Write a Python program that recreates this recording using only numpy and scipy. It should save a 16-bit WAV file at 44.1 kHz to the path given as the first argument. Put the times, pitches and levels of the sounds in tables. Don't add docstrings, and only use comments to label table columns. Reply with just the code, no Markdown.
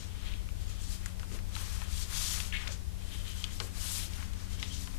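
import sys
import numpy as np
from scipy import signal
from scipy.fft import rfft, irfft, next_fast_len
from scipy.io import wavfile

SR = 44100
rng = np.random.default_rng(int(sys.argv[2]) if len(sys.argv) > 2 else 0)


def makeup_ratio(level_db):
    decades = np.asarray(level_db, float) / 20
    return 10 ** decades


def put_to_file(sound):
    columns = np.atleast_2d(sound).T
    safe = np.clip(columns, -1, 1)
    whole_steps = np.round(safe * 32767)
    wavfile.write(sys.argv[1], SR, whole_steps.astype(np.int16))


N = 219970

# hardest at in seconds, building time in seconds,
# easing time in seconds, pocket level in dB, whistle in dB re pocket.
PRESSES = [(0.0, .05, 0.45, -55, -30), (.28, .12, .13, -47, -30), (.62, 0.062, 0.064, -54.5, -27),
           (.70, 0.048, 0.36, -53.5, -30), (1.08, 0.059, 0.037, -53.5, -30), (1.57, 0.087, .1, -48.5, -30),
           (1.96, 0.23, 0.16, -50, -30), (2.21, 0.17, .15, -45.5, -30), (2.45, 0.16, .2, -51, -33),
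           (3.15, .14, 0.066, -47, -10), (3.29, 0.072, 0.19, -46, -3), (3.445, 0.06, 0.038, -58, 8.5),
           (3.52, 0.075, 0.036, -54, -1), (3.86, 0.039, 0.12, -48, -28), (4.0, 0.031, 0.084, -42, -30),
           (4.14, .05, 0.17, -57, -30), (4.535, 0.027, .04, -51, -7), (4.6, .03, 0.021, -47, -18),
           (4.64, 0.02, 0.041, -43.5, -18), (4.724, 0.035, 0.038, -53, 3)]
# fastest at in seconds, speeding-up time in seconds,
# slowing time in seconds, hiss level in dB, dryness as top end in dB re hiss.
BRUSHES = [(0.0, .05, 0.074, -44.5, -38), (.62, 0.044, 0.044, -50.5, -17), (.70, 0.03, 0.065, -48, -14),
           (.84, .06, 0.071, -47.5, -10), (.93, 0.084, 0.067, -43, -3.5), (1.08, 0.065, .05, -51, -5),
           (1.23, .05, 0.071, -57, -5), (1.35, 0.064, 0.03, -46, -4), (1.57, 0.074, 0.053, -47.5, -3),
           (2.02, 0.086, 0.035, -38, -6), (2.6, 0.1, 0.23, -49, -20), (2.73, 0.035, 0.038, -41.5, -23),
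           (3.14, 0.12, 0.11, -48.5, -4), (3.3, 0.11, 0.065, -48.5, -1.5), (3.39, 0.056, 0.11, -44, -7.5),
           (3.54, 0.05, 0.055, -45, -5.5), (3.63, 0.063, 0.079, -46, -3), (4.16, .06, 0.14, -46, -4.5),
           (4.41, 0.075, 0.071, -49, -14), (4.53, 0.043, 0.067, -44.5, -11), (4.61, .03, 0.15, -45.5, -16),
           (4.75, 0.12, 0.095, -42.5, -15), (4.81, 0.065, .1, -44, -5), (4.97, 0.13, .08, -51, -3)]
# fastest at in seconds,
# speeding-up time in seconds, slowing time in seconds, hiss level in dB, dryness in dB re hiss.
TURNS = [
    (1.65, 0.11, 0.23, -43.5, -4),
    (1.97, 0.089, 0.1, -41, -6.5),
    (2.28, 0.19, 0.19, -33, -4),
    (3.92, 0.16, 0.16, -35, -3.5),
]


def rms_one(x):
    return x / np.sqrt(np.mean(x ** 2) + 1e-20)


def peak_one(x):
    return x / np.max(np.abs(x))


def coloured(spectrum):
    hz, level_db = np.transpose(spectrum)
    bins_hz = np.fft.rfftfreq(N, 1 / SR) + 1
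    density_db = np.interp(np.log(bins_hz), np.log(hz), level_db)
    gain = makeup_ratio(density_db) * np.sqrt(SR / 2)
    return irfft(rfft(rng.standard_normal(N)) * gain, N)


def drift(rate_hz):
    r = np.exp(-80 * np.pi * rate_hz / SR)
    noise = rng.standard_normal(N // 40 + 2002)
    slow = signal.lfilter([1], [1, -2 * r, r * r], noise)[2000:]
    return np.interp(np.arange(N) / 40, np.arange(len(slow)), rms_one(slow))


def resonance(x, hz, width_hz):
    r = np.exp(-np.pi * width_hz / SR)
    zeros = np.array([1, 0, -1]) * (1 - r * r) / 2
    poles = [1, -2 * r * np.cos(2 * np.pi * hz / SR), r * r]
    return signal.lfilter(zeros, poles, x)


def moving_resonance(x, hz, width_hz):
    r = np.exp(-np.pi * width_hz / SR)
    out, state = np.zeros(N), np.zeros(2)
    for i in range(0, N, 256):
        poles = [1, -2 * r * np.cos(2 * np.pi * hz[i] / SR), r * r]
        out[i:i + 256], state = signal.lfilter([1, 0, -1], poles, x[i:i + 256], zi=state)
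    return out


def band(x, low_hz, high_hz):
    edges_hz = [low_hz, min(high_hz, SR / 2.2)]
    return signal.sosfilt(signal.butter(2, edges_hz, "band", fs=SR, output="sos"), x)


def through(modes, x):
    total = 0
    for k, (hz, width_hz, db) in enumerate(modes):
        total = total + (-1) ** k * makeup_ratio(db) * resonance(x, hz, width_hz)
    return rms_one(total)


def grains(per_s, spread_db, clump_db):
    born = rng.random(N) < per_s / SR
    size_db = spread_db * np.minimum(rng.exponential(1, N), 4)
    sizes = makeup_ratio(size_db) * rng.choice([-1, 1], N)
    return born * sizes * makeup_ratio(clump_db * drift(21.0)) + 1e-9


def strokes(rows, extra_db=0, squareness=1.41):
    edge_db = 12.5
    t, power = np.arange(0, N, 64) / SR, 1e-12
    extras_db = np.broadcast_to(extra_db, len(rows))
    for (s, rise_s, fall_s, db), extra in zip(np.array(rows)[:, :4], extras_db):
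        away = np.where(t < s, (s - t) / rise_s, (t - s) / fall_s)
        power = power + makeup_ratio(db + extra - edge_db * away ** squareness) ** 2
    return np.interp(np.arange(N) / SR, t, np.sqrt(power))


def sliding(dryness=0):
    brush = strokes(BRUSHES, dryness * np.array(BRUSHES)[:, 4])
    turn = strokes(TURNS, dryness * np.array(TURNS)[:, 4], squareness=2.78)
    return np.hypot(brush, turn)


def add(out, s, sound):
    i = round(s * SR)
    out[i:i + len(sound)] += sound[:N - i]


def ventilation():
    # frequency in Hz, level in dB rms.
    orders = [
        (91.5, -49),
        (183.0, -58.5),
        (274.5, -74),
    ]
    # time in seconds, level in dB re its mean.
    third_order = [(0, -11), (1, -3), (1.5, -17), (3.5, 3), (3.8, 4), (4.99, 12)]
    # frequency in Hz, width in Hz, level in dB rms.
    room_modes = [(32, 11.7, -43), (55.05, 4.4, -46), (72.65, 4.8, -47.5), (122.5, 5.9, -67),
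                  (214.8, 4.1, -66.5)]
    # frequency in Hz, density in dB per Hz.
    air = [(20, -58.5), (100, -68), (160, -76), (300, -81.5), (700, -90.5), (2000, -116.5)]
    t = np.arange(N) / SR
    wander_s = np.cumsum(0.0026 * drift(0.99)) / SR
    swells_db = [0, 0, np.interp(t, *np.transpose(third_order))]
    hum = 0
    for (hz, db), swell_db in zip(orders, swells_db):
        gain = makeup_ratio(db + swell_db + 9.5 + 1.0 * drift(4.1))
        hum = hum + gain * np.sin(2 * np.pi * (hz * (t + wander_s) + rng.random()))
    rumble = 0
    for hz, width_hz, db in room_modes:
        mode = resonance(resonance(rng.standard_normal(N), hz, width_hz), hz, 3 * width_hz)
        rumble = rumble + makeup_ratio(db + 4.5) * rms_one(mode)
    return hum + rumble + coloured(air)


def thuds():
    # start in seconds, peak in dB, pitch in Hz.
    landings = [(1.315, -48, 300), (1.343, -53, 352), (2.685, -50.5, 540), (3.603, -48.5, 493),
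                (3.612, -47, 394), (3.627, -54, 346), (4.63, -59, 444)]
    out, t = np.zeros(N), np.arange(6000) / SR
    for s, peak_db, hz in landings:
        noise = rng.standard_normal(len(t))
        push = noise * (1 - np.exp(-t / 0.00027)) * np.exp(-t / 0.03)
        knock = resonance(resonance(push, hz, 160), hz, 340)
        add(out, s, makeup_ratio(peak_db + 9.0) * peak_one(knock))
    return out


def creasing():
    # time in seconds, level in dB, upper modes in dB re lower.
    drag = [(2.521, -66, -5), (2.525, -38.5, 0.5), (2.545, -35, -8), (2.565, -41, 3.5), (2.598, -44, 3.5),
            (2.61, -41.5, -6), (2.625, -45, 0), (2.655, -61, 6), (2.67, -58, -5)]
    # frequency in Hz, width in Hz, level in dB.
    fold_modes = [(1760, 130, -6.5), (1950, 50, -3.5), (2200, 23, 5.5), (2420, 120, -2), (2750, 120, 0),
                  (3180, 370, -3), (4380, 520, -19)]
    s, level_db, upper_db = np.transpose(drag)
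    t = np.arange(N) / SR
    slips = grains(3500, spread_db=0.5, clump_db=1.3)
    lower, upper = through(fold_modes[:3], slips), through(fold_modes[3:], slips)
    mix = lower + upper * makeup_ratio(np.interp(t, s, upper_db))
    return makeup_ratio(np.interp(t, s, level_db + 0.5, left=-200, right=-200)) * mix


def ticks():
    # start in seconds, peak in dB, pitch in Hz.
    breaks = [(1.059, -36, 7700), (1.195, -45.5, 5230), (1.387, -54, 4700), (1.552, -41, 5000),
              (1.563, -43, 9500), (2.4017, -64, 4600), (2.6769, -39.5, 5100), (3.4401, -39, 6460),
              (3.6001, -42, 5200), (3.6102, -58, 8000), (4.134, -45, 4840), (4.333, -48, 8000),
              (4.597, -43.5, 5500), (4.6274, -54, 5000)]
    out, t = np.zeros(N), np.arange(1000) / SR
    for s, peak_db, hz in breaks:
        fray = rng.standard_normal(len(t)) * np.exp(-t / 0.0028)
        kick = (t == 0) + 0.12 * fray
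        edge = band(resonance(kick, hz, 0.3 * hz), 2400, 12700)
        add(out, s + 0.00109, makeup_ratio(peak_db + 15.5) * peak_one(edge))
    return out


def snaps():
    # start in seconds, ring peak in dB, low body in dB, ring pitch in Hz.
    creases = [(.488, -40, -55, 2000), (1.059, -34.5, -42, 1550), (1.195, -38, -49, 1800),
               (1.23, -40, -39.5, 2040), (1.315, -42, -63, 1760), (1.388, -38, -61, 1890),
               (1.552, -26.5, -58, 3700), (1.563, -36, -36.5, 2400), (1.817, -33, -40, 1700),
               (2.125, -39, -38.5, 1600), (2.4012, -23, -52, 2670), (2.673, -27, -53, 2200),
               (2.6767, -29, -41, 2940), (3.4401, -20, -49, 3200), (3.45, -36, -64, 3400),
               (3.6004, -21.5, -33, 3400), (3.6099, -39, -39, 3600), (4.134, -38, -61, 3030),
               (4.224, -39, -41, 2500), (4.2286, -39, -54, 2400), (4.334, -43, -64, 3480),
               (4.597, -36, -47, 3400), (4.6273, -21.5, -46, 2200), (4.873, -36.5, -41.5, 2920),
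               (0.337, -36, -62, 2600)]
    out, t = np.zeros(N), np.arange(3000) / SR
    for s, ring_db, body_db, ring_hz in creases:
        noise = rng.standard_normal(len(t))
        kick = (t == 0) + 0.12 * noise * np.exp(-t / 0.0021)
        slack = (t == 0) + 0.1 * noise * np.exp(-t / 0.0082)
        ring = resonance(resonance(kick, ring_hz, 0.4 * ring_hz), ring_hz, 1.4 * ring_hz)
        add(out, s + 0.001128, makeup_ratio(ring_db + 5.5) * peak_one(ring))
        add(out, s + 0.001706, makeup_ratio(body_db + 5) * peak_one(band(slack, 810, 1850)))
    return out


def fold_whistle():
    whistle_hz = 3110
    rub = grains(3400, spread_db=3.0, clump_db=5.5)
    whistle = rms_one(resonance(resonance(rub, whistle_hz, 200), whistle_hz, 600))
    return strokes(PRESSES, np.array(PRESSES)[:, 4]) * whistle


def flexing_sheet():
    # most at in seconds, building time in seconds,
    # easing time in seconds, flex level in dB.
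    bends = [(.0, .05, 0.54, -54.5), (.28, .12, .12, -52.5), (.7, 0.16, 0.22, -58),
             (1.08, 0.23, .06, -52.5), (1.21, 0.033, 0.066, -56), (1.35, 0.065, .06, -48),
             (1.57, 0.073, 0.47, -48), (1.81, .15, .1, -49), (2.13, 0.08, 0.19, -46.5),
             (2.4, 0.15, 0.094, -45.5), (2.69, 0.27, 0.063, -45), (3.2, 0.29, 0.17, -56),
             (3.43, 0.21, 0.19, -51), (3.62, 0.034, 0.11, -48.5), (3.78, 0.067, 0.074, -47.5),
             (4.2, 0.15, 0.1, -48), (4.45, 0.44, 0.35, -53.5), (4.7, .1, .3, -68), (4.95, 0.22, 0.15, -54)]
    # frequency in Hz, width in Hz, level in dB.
    sheet_modes = [(1100, 780, -3), (1770, 506, 2), (2300, 1510, -3.5)]
    gain = np.hypot(strokes(bends), makeup_ratio(-12.5) * sliding())
    return gain * through(sheet_modes, grains(5000, spread_db=2.0, clump_db=1.07))


def fold_pocket():
    # frequency in Hz, width in Hz, level in dB.
    air_modes = [(3120, 410, -0.5), (3700, 1900, 2.5), (2600, 2150, 2.5)]
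    gain = np.hypot(strokes(PRESSES), makeup_ratio(-19.5) * sliding())
    return gain * through(air_modes, grains(7000, spread_db=2.5, clump_db=2.15))


def surface_hiss():
    # time in seconds, resonance in Hz.
    gap = [(0, 5400), (.7, 6800), (.93, 8000), (1.348, 6900), (1.7, 5600), (2.0, 8000), (2.2, 6000),
           (2.38, 7500), (2.73, 5700), (3.14, 9000), (3.28, 7100), (3.4, 6300), (3.54, 7100), (3.86, 8600),
           (4.0, 6400), (4.6, 5500), (4.75, 6000), (4.99, 7000)]
    gap_hz = np.interp(np.arange(N) / SR, *np.transpose(gap))
    slide = rms_one(band(grains(9000, spread_db=1.5, clump_db=1.4), 3100, 7630))
    sheen = rms_one(moving_resonance(grains(9000, spread_db=3.0, clump_db=3.5), gap_hz, 1600))
    top = rms_one(band(grains(15000, spread_db=3.0, clump_db=1.6), 7040, 12600))
    gain = np.hypot(sliding(), makeup_ratio(-8.5) * strokes(PRESSES))
    return gain * (0.85 * slide + 0.42 * sheen) + sliding(dryness=1) * top


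def rubbing():
    return makeup_ratio(-1.0) * (surface_hiss() + fold_pocket() + flexing_sheet()) + makeup_ratio(1.5) * fold_whistle()


def room(x):
    t60_s, wall_cut_hz = 0.42, 9200
    size = next_fast_len(N + SR)
    hz = np.fft.rfftfreq(size, 1 / SR)

    def delay(s):
        return np.exp(-2j * np.pi * hz * s)

    wet = 0
    for k, lag_s in enumerate(rng.uniform(0.009, 0.035, 8)):
        loop = makeup_ratio(-60 * lag_s / t60_s) * delay(lag_s) / (1 + 1j * hz / wall_cut_hz)
        wet = wet + (-1) ** k * loop / (1 - loop)
    response = 1 + makeup_ratio(-14) * delay(0.0048) + makeup_ratio(-22.5) * wet
    return irfft(rfft(x, size) * response, size)[:N]


def scene():
    paper = rubbing() + creasing() + snaps() + ticks() + thuds()
    return np.array([room(paper) + ventilation(), np.zeros(N)])


def low_pass(x):
    return signal.sosfilt(signal.butter(12, 15720, fs=SR, output="sos"), x)


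def record(dry):
    # frequency in Hz, density in dB per Hz.
    input_hiss = [(20, -90), (60, -92.5), (150, -94), (1500, -97.5), (5000, -98.5), (10000, -101),
                  (14000, -105), (16000, -110)]
    leak_hz, leak_db, left_hiss_db = 43, -18, 4
    r = np.exp(-2 * np.pi * leak_hz / SR)
    leak = -makeup_ratio(leak_db) * signal.lfilter([1 - r], [1, -r], dry[0])
    left = dry[0] + makeup_ratio(left_hiss_db) * coloured(input_hiss)
    right = leak + coloured(input_hiss)
    roll_off = signal.butter(10, 14570, fs=SR, output="sos")
    return low_pass(signal.sosfilt(roll_off, np.array([left, right])))


dry = scene()
out = record(dry)
put_to_file(out)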